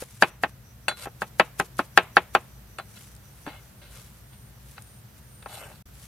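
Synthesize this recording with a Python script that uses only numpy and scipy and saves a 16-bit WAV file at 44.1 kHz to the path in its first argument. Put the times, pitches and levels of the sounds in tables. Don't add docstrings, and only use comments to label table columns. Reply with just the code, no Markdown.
import sys
import numpy as np
from scipy import signal
from scipy.fft import rfft, irfft, next_fast_len
from scipy.io import wavfile
from scipy.ndimage import uniform_filter1d

SR = 44100
rng = np.random.default_rng(int(sys.argv[2]) if len(sys.argv) > 2 else 0)


def generate_wav(signal):
    frames = np.transpose(np.atleast_2d(signal))
    scaled = np.clip(frames, -1, 1) * 32767
    pcm = np.round(scaled).astype(np.int16)
    wavfile.write(sys.argv[1], SR, pcm)


N = 267674
T = np.arange(N) / SR

# t/s, strength/dB, f_contact/Hz, after-ring/dB, sharp treble crack just after impact/dB, squelch/dB
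CHOPS = [(0.223, 1.5, 1563, -1, -14.5, -29), (0.4352, -8, 1889, 2, -47, -38),
         (1.2190, -13.5, 1570, 1, -57, -38), (1.3972, 0.5, 1612, 1.5, -18.5, -38.5),
         (1.5980, -11, 1627, 4, -16, -32.5), (1.7922, -8, 1310, -0.5, -42, -34),
         (1.9748, 5.5, 1600, -2, -11, -35.5), (2.168, 0, 1492, 1.5, -22, -38),
         (2.3498, -3.5, 1340, 2, -19, -38.5)]
# f/Hz, level/dB, t60/s
BLOCK_MODES = [(174, -26.5, .1), (215, -35.5, .09), (287, -30.5, .08), (365, -23.5, .08), (477, -30, 0.12),
               (632.2, -22, 0.08), (683, -22.5, 0.055), (800, -13, 0.051), (853.7, -16.5, 0.066),
               (1064, -21, 0.064), (1269, -25, .06), (1279.7, -18.5, 0.063), (1568, -14, 0.05),
               (1744, -15, 0.037), (1872, -20, 0.049), (2060, -23, 0.013), (2148, -24.5, 0.034),
               (2250, -30, .06), (2560, -20, 0.074), (2920, -32.5, 0.083), (3170, -32, 0.055),
               (3660, -39, .07), (3820, -35.5, 0.012), (4546, -33.5, .04)]
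# f/Hz, level/dB, t60/s
BLADE_MODES = [(582.7, 4, 0.096), (1428, 5.5, 0.17), (1560, 9, 0.033), (2154, 0, 0.14), (2670, 18.5, 0.019),
               (2960, 6, 0.057), (3438, 4, 0.14), (3920, -1.5, 0.16), (4046, 1, 0.22), (4490, 4, 0.1),
               (5500, -10, 0.12), (6850, -2, 0.11), (8290, 11, 0.043), (8260, -5, 0.067),
               (9330, -5.5, 0.1572), (9741, -7, .07), (11300, -4, 0.05), (11780, -19, 0.09),
               (13390, -22.5, .08), (14736, -18.5, .07)]
# f/Hz, spectral level/dB
FRICTION_SPECTRUM = [(200, -18), (450, -2.5), (800, -5), (1100, -2.5), (1500, -7), (2500, -5), (4500, -6),
                     (5600, -10), (9000, -7.5), (15000, -9.5)]
# f/Hz, spectral level/dB
WET_SPECTRUM = [(400, -9), (1500, -1.5), (4000, -3), (6500, -1.5), (10500, 1), (15500, -8.5)]
# f/Hz, correlation
BLOCK_COHERENCE = [(50, .99), (250, .97), (500, .9), (1000, .85), (2000, .6), (4000, .35), (12000, .2)]


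def chops():
    # f/Hz, spectral level/dB
    scatter = [(130, -13.5), (400, -4), (800, -1.5), (1700, -6), (2600, -4.5), (3900, -10.5), (5200, -28.5),
               (10000, -28), (16000, -34.5)]
    echo_s, build_s, crack_delay_s = .0103, .0005, .001
    out, t = np.zeros((2, N)), T[:SR * 2 // 5]
    for s, db, contact_hz, bright_hz, ring_db, crack_db in blows():
        direct = knock(t) + bite(t, contact_hz)
        detuning = 1 + .0095 * rng.standard_normal()
        body = ring(BLOCK_MODES, t * detuning, vary_db=2)
        near_db = -10 - 3.5 * (t < echo_s)
        near = noise(scatter, len(t)) * decay(t, near_db, t60=.061)
        far = noise(scatter, len(t)) * decay(t, -41, t60=.36)
        blow = direct + (from_db(ring_db) * (body + near) + far) * (1 - np.exp(-t / build_s))
        add(blow, echo_s, from_db(ring_db - 16.5) * direct)
        blow = blow + from_db(-5.5) * resonate(blow, contact_hz, width_hz=1.1 * contact_hz)
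        add(out, s, from_db(db) * band(blow, low_hz=186, high_hz=bright_hz))
        crack = low_pass(noise(WET_SPECTRUM, len(t)), hz=6350)
        add(out, s + crack_delay_s, decay(t, crack_db, t60=.012) * crack)
    return out


def blows():
    # t/s, strength/dB, f_contact/Hz, f_cutoff/Hz, after-ring/dB
    taps = [(0.022, -24, 500, 1810, -6), (0.2328, -12.5, 2430, 4200, 0), (0.8818, -15, 1988, 3820, 3),
            (0.9126, -28, 1500, 2200, 6), (1.056, -33, 1285, 1530, 10), (1.071, -27.5, 730, 1100, 3),
            (2.7863, -26, 1400, 3490, 1.5), (2.798, -26.5, 1350, 3000, -2),
            (3.4648, -28.5, 1230, 1900, 3.5), (3.477, -24.5, 1070, 1700, -0.5),
            (4.780, -29, 1725, 3020, -8), (5.426, -37, 3625, 4000, -1), (5.4593, -22.5, 960, 1386, -2),
            (5.716, -37, 846, 1400, -1.5)]
    chop_bright_hz, db_per_octave, tap_crack_db = 2700, 16.5, -36
    hard = [(s, db, hz, chop_bright_hz * 2 ** (db / db_per_octave), ring_db, crack_db)
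            for s, db, hz, ring_db, crack_db, _ in CHOPS]
    light = [(s, db, hz, bright_hz, ring_db, db + tap_crack_db)
             for s, db, hz, bright_hz, ring_db in taps]
    return hard + light


def knock(t, rise_s=.0018, lag_s=.00003):
    # f/Hz, relative level/dB, t60/s
    coupled_modes = [(565, -11.5, .014), (873, -9, 0.017), (1379, -2.5, 0.01), (2594, -3.5, 0.0091),
                     (4596, -1.5, .006)]
    out = 0
    for k, (hz, db, t60) in enumerate(coupled_modes):
        sign = (-1) ** k
        lag = lag_s * sign * np.array([[1], [-1]])
        out = out + sign * decay(t, db, t60) * np.sin(2 * np.pi * hz * (t + lag))
    return 2 * out * (1 - np.exp(-t / rise_s))


def bite(t, hz, contact_s=.0036):
    envelope = np.sin(np.pi * np.minimum(t / contact_s, 1)) ** 2
    return from_db(-8.5) * envelope * np.sin(2 * np.pi * hz * t)


def squelches(sink_s=.007, fall_s=.0013, peel_s=.058, peel_width_s=.015, thud_rise_s=.00076):
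    # f/Hz, spectral level/dB
    cushion = [(110, -4), (170, -0.5), (400, 0), (800, -12.5), (2000, -20), (4500, -21.5)]
    out, t = np.zeros((2, N)), T[:SR // 5] - .05
    for s, *_, squelch_db in CHOPS:
        squeeze = np.exp(np.minimum(t / sink_s, -t / fall_s))
        spatter = decay(np.abs(t), -7, t60=.1) * (t > 0)
        peel = from_db(-18.5) * np.exp(-((t - peel_s) / peel_width_s) ** 2)
        crackle = noise(WET_SPECTRUM, len(t)) * grain(per_s=2400, depth_db=6.5, size=len(t))
        thud = noise(cushion, len(t)) * np.minimum(np.exp(t / thud_rise_s), decay(t, 0, t60=.09))
        squelch = (squeeze + spatter + peel) * crackle + from_db(7.5) * thud
        add(out, s + t[0], from_db(squelch_db) * squelch)
    return out


def clinks():
    # t/s, level/dB, damping by hand and meat (1 = free)
    touches = [(0.8825, -32, 1.03), (2.785, -47, 1.54), (3.464, -60.5, 1.4), (5.424, -57.5, 7.5)]
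    out, t = np.zeros((2, N)), T[:SR // 2]
    for s, db, damping in touches:
        clack = noise(FRICTION_SPECTRUM, len(t)) * decay(t, -4.5, t60=.059)
        steel = ring(BLADE_MODES, t, vary_db=0, damping=damping)
        add(out, s, from_db(db) * (steel + clack))
    return out


def scrapes():
    # t_start/s, t_peak/s, t_end/s, level/dB, f_cutoff/Hz, steel ring/dB, fade before lifting/dB
    drags = [(0.971, 1.045, 1.056, -39, 13480, 5, 4), (2.964, 2.992, 2.964, -45.5, 6500, 11, 9.5),
             (3.461, 3.494, 3.606, -45.5, 3270, 12, 14), (3.819, 3.818, 3.95, -50.5, 5000, 4, 12.5),
             (3.946, 3.965, 4.08, -53, 7100, 3, 14), (4.325, 4.337, 4.36, -54, 4020, 0.5, 9),
             (4.769, 4.784, 4.8, -48, 4000, 15, 13), (5.486, 5.547, 5.79, -43, 14540, 9, 16),
             (5.602, 5.627, 5.72, -43.5, 3470, 6, 15)]
    rub = noise(FRICTION_SPECTRUM) * grain(per_s=680, depth_db=3.5)
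    steel = sum(resonate(rub * grain(per_s=50, depth_db=3.5), hz, width_hz=43 + .01051 * hz)
                for hz, _, _ in BLADE_MODES)
    out = 0
    for *push, cutoff_hz, steel_db, fade_db in drags:
        scrape = low_pass(rub + from_db(steel_db) * steel, cutoff_hz, order=4)
        out = out + stroke(*push, rise_db=7.5, fall_db=fade_db) * unit_rms(scrape)
    return out


def judder():
    # t_start/s, t_knee/s, t_end/s, level/dB, f/Hz
    presses = [(3.466, 3.476, 3.59, -45, 860), (5.478, 5.582, 5.74, -49.5, 686)]
    slips = noise(FRICTION_SPECTRUM) * grain(per_s=330, depth_db=6)
    wood = sum(from_db(db) * resonate(slips, hz, width_hz=81) for hz, db, _ in BLOCK_MODES)
    return sum(stroke(*push, rise_db=-1.5, fall_db=12) * unit_rms(resonate(wood, hz, width_hz=460))
               for *push, hz in presses)


def mince():
    # t_start/s, t_peak/s, t_end/s, relative level/dB
    smears = [(0.0, 0.016, 0.035, -41.5), (0.037, 0.113, 0.27, -55), (2.888, 3.017, 3.14, -53.5),
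              (3.231, 3.434, 3.73, -61.5), (3.62, 3.656, 3.7, -65), (3.907, 3.937, 4.21, -55.5),
              (4.605, 4.7, 4.98, -60), (5.146, 5.192, 5.2, -61), (5.936, 6.019, 6.24, -55)]
    # t/s, level/dB
    snaps = [(0.012, -46), (1.387, -46), (1.769, -39.5), (3.15, -41.5), (3.164, -43.5), (4.686, -46.5),
             (4.712, -45), (4.822, -39)]
    # t/s, level/dB, f/Hz, t60/s
    thumps = [(0.023, -19.5, 505, 0.022), (1.071, -27, 397, 0.028), (3.473, -27, 292, 0.056)]
    handling = from_db(3.5) * sum(stroke(*push, rise_db=9, fall_db=10.5) for push in smears)
    out = handling * noise(WET_SPECTRUM) * grain(per_s=1300, depth_db=4) * grain(per_s=110, depth_db=2)
    t = T[:SR // 4]
    for s, db in snaps:
        snap = band(noise(WET_SPECTRUM, len(t)), low_hz=5990, high_hz=15000)
        add(out, s, decay(t, db, t60=.017) * snap)
    for s, db, hz, t60 in thumps:
        add(out, s, decay(t, db, t60) * np.sin(2 * np.pi * hz * t))
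    return out


def chirping_insect(chirps_per_s=5.4, first_s=.13):
    # t/s, relative level/dB
    strength = [(0, -0.5), (3.2, 2), (4.4, -7), (6.1, -5)]
    pulses = np.clip(.67 + np.cos(2 * np.pi * chirps_per_s * (T - first_s)), 0, 1)
    waver = grain(per_s=24, depth_db=2)
    return from_db(-67) * level(strength) * pulses * waver * buzz(hz=5940, width_hz=330)


def calling_insect(first_s=2.23, period_s=.503, length_s=.24, swell_s=.092, fade_s=.051):
    calls = 0
    for k in range(7):
        start = first_s + k * period_s
        end, db = start + length_s, -69 + 1.9 * k
        calls = calls + level([(start - swell_s, db - 18), (start + swell_s, db),
                               (end, db - .5), (end + fade_s, db - 18)])
    return calls * buzz(hz=9070, width_hz=580)


def buzz(hz, width_hz):
    return noise([(hz - 2 * width_hz, -30), (hz - width_hz, -14), (hz, 0),
                  (hz + width_hz, -14), (hz + 2 * width_hz, -30)])


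def yard():
    # f/Hz, spectral level/dB
    hiss_spectrum = [(200, -3), (330, -2.5), (600, -6), (1100, -9.5), (1450, -8), (2500, -13),
                     (5200, -15.5), (7500, -16.5), (11500, -15), (13500, -9.5), (14700, -15),
                     (17000, -25.5)]
    # t/s, relative level/dB
    hiss_level = [(0, -2.5), (1.1, 1), (1.2, 2), (5.8, 1), (5.87, 2), (6.2, -0.5)]
    # f/Hz, spectral level/dB
    rumble_spectrum = [(20, -30.5), (42, -23), (56, 3.5), (76, -7), (105, -3.5), (125, 1), (150, -7.5),
                       (185, -11), (208, -8), (245, -20.5), (330, -33)]
    # f/Hz, correlation
    coherence = [(60, .985), (130, .96), (230, .87), (420, .35), (1000, .35), (2000, .2), (4000, .03)]
    hiss = from_db(-57) * level(hiss_level) * noise(hiss_spectrum, coherence=coherence)
    insects = chirping_insect() + calling_insect()
    rumble = from_db(-50) * noise(rumble_spectrum, coherence=coherence)
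    return pan(hiss + insects, left_db=-.5321) + pan(rumble, left_db=.7)


def ring(modes, t, vary_db, damping=1):
    hz, db, t60 = np.transpose(modes)[:, :, None]
    index = np.arange(len(hz))[:, None]
    struck_db = db + vary_db * rng.standard_normal(hz.shape)
    gain = (-1) ** index * decay(damping * t, struck_db, t60)
    phase = np.arccos(at_hz(BLOCK_COHERENCE, hz)) * (-1) ** (index // 2) / 2
    return np.array([np.sum(gain * np.sin(2 * np.pi * hz * t + side * phase), axis=0)
                     for side in (1, -1)])


def noise(spectrum, size=N, coherence=BLOCK_COHERENCE):
    n_fft = next_fast_len(size, True)
    hz = np.fft.rfftfreq(n_fft, 1 / SR)
    alike = np.clip(at_hz(coherence, hz), 0, 1)
    mid, side = rfft(rng.standard_normal((2, n_fft)))
    passband = 1 / (1 + (hz / spectrum[-1][0]) ** 16) / (1 + (spectrum[0][0] / (hz + 1)) ** 4)
    pair = np.sqrt(1 + alike) * mid + np.sqrt(1 - alike) * side * [[1], [-1]]
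    return unit_rms(irfft(pair * passband * from_db(at_hz(spectrum, hz)), n_fft)[:, :size])


def grain(per_s, depth_db, size=N):
    knots = np.clip(rng.standard_normal(size), -2, 2)
    return unit_rms(from_db(depth_db * np.interp(T[:size] * per_s, np.arange(size), knots)))


def stroke(start, knee, end, db, rise_db, fall_db, attack_s=.012, release_s=.018):
    return level([(start - attack_s, db - 25), (start, db - rise_db), (knee, db),
                  (end, db - fall_db), (end + release_s, db - 40)])


def level(rows):
    s, db = np.transpose(rows)
    return from_db(np.interp(T, s, db, left=-150, right=-150))


def decay(t, db, t60):
    return from_db(db - 60 * t / t60)


def resonate(x, hz, width_hz):
    return signal.lfilter(*signal.iirpeak(hz, hz / width_hz, SR), x)


def band(x, low_hz, high_hz):
    sos = signal.butter(1, [low_hz, min(high_hz, .45 * SR)], "band", fs=SR, output="sos")
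    return signal.sosfilt(sos, x)


def low_pass(x, hz, order=1):
    return signal.sosfilt(signal.butter(order, min(hz, .45 * SR), fs=SR, output="sos"), x)


def add(out, s, sound):
    at = round(s * SR)
    sound = sound[..., max(-at, 0):out.shape[-1] - at]
    out[:, max(at, 0):max(at, 0) + sound.shape[-1]] += sound


def pan(x, left_db):
    return x * from_db([[left_db], [-left_db]])


def at_hz(points, hz):
    known, values = np.transpose(points)
    return np.interp(np.log(hz + 1), np.log(known), values)


def from_db(db):
    return 10 ** (np.asarray(db) / 20)


def unit_rms(x):
    return x / np.sqrt(np.mean(x ** 2) + 1e-20)


def scene():
    work = chops() + squelches() + clinks() + scrapes() + judder() + mince()
    return pan(work, left_db=.64) + yard()


def record(dry):
    dip_start_s, dip_end_s, dip_db, cutoff_hz = 5.826, 5.855, -40, 16100
    dip = uniform_filter1d(1.0 * ((T > dip_start_s) & (T < dip_end_s)), size=200)
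    clipped = np.clip(dry, -1, 1) * from_db(dip_db * dip)
    return signal.sosfilt(signal.ellip(12, .1, 90, cutoff_hz, fs=SR, output="sos"), clipped)


dry = scene()
out = record(dry)
generate_wav(out)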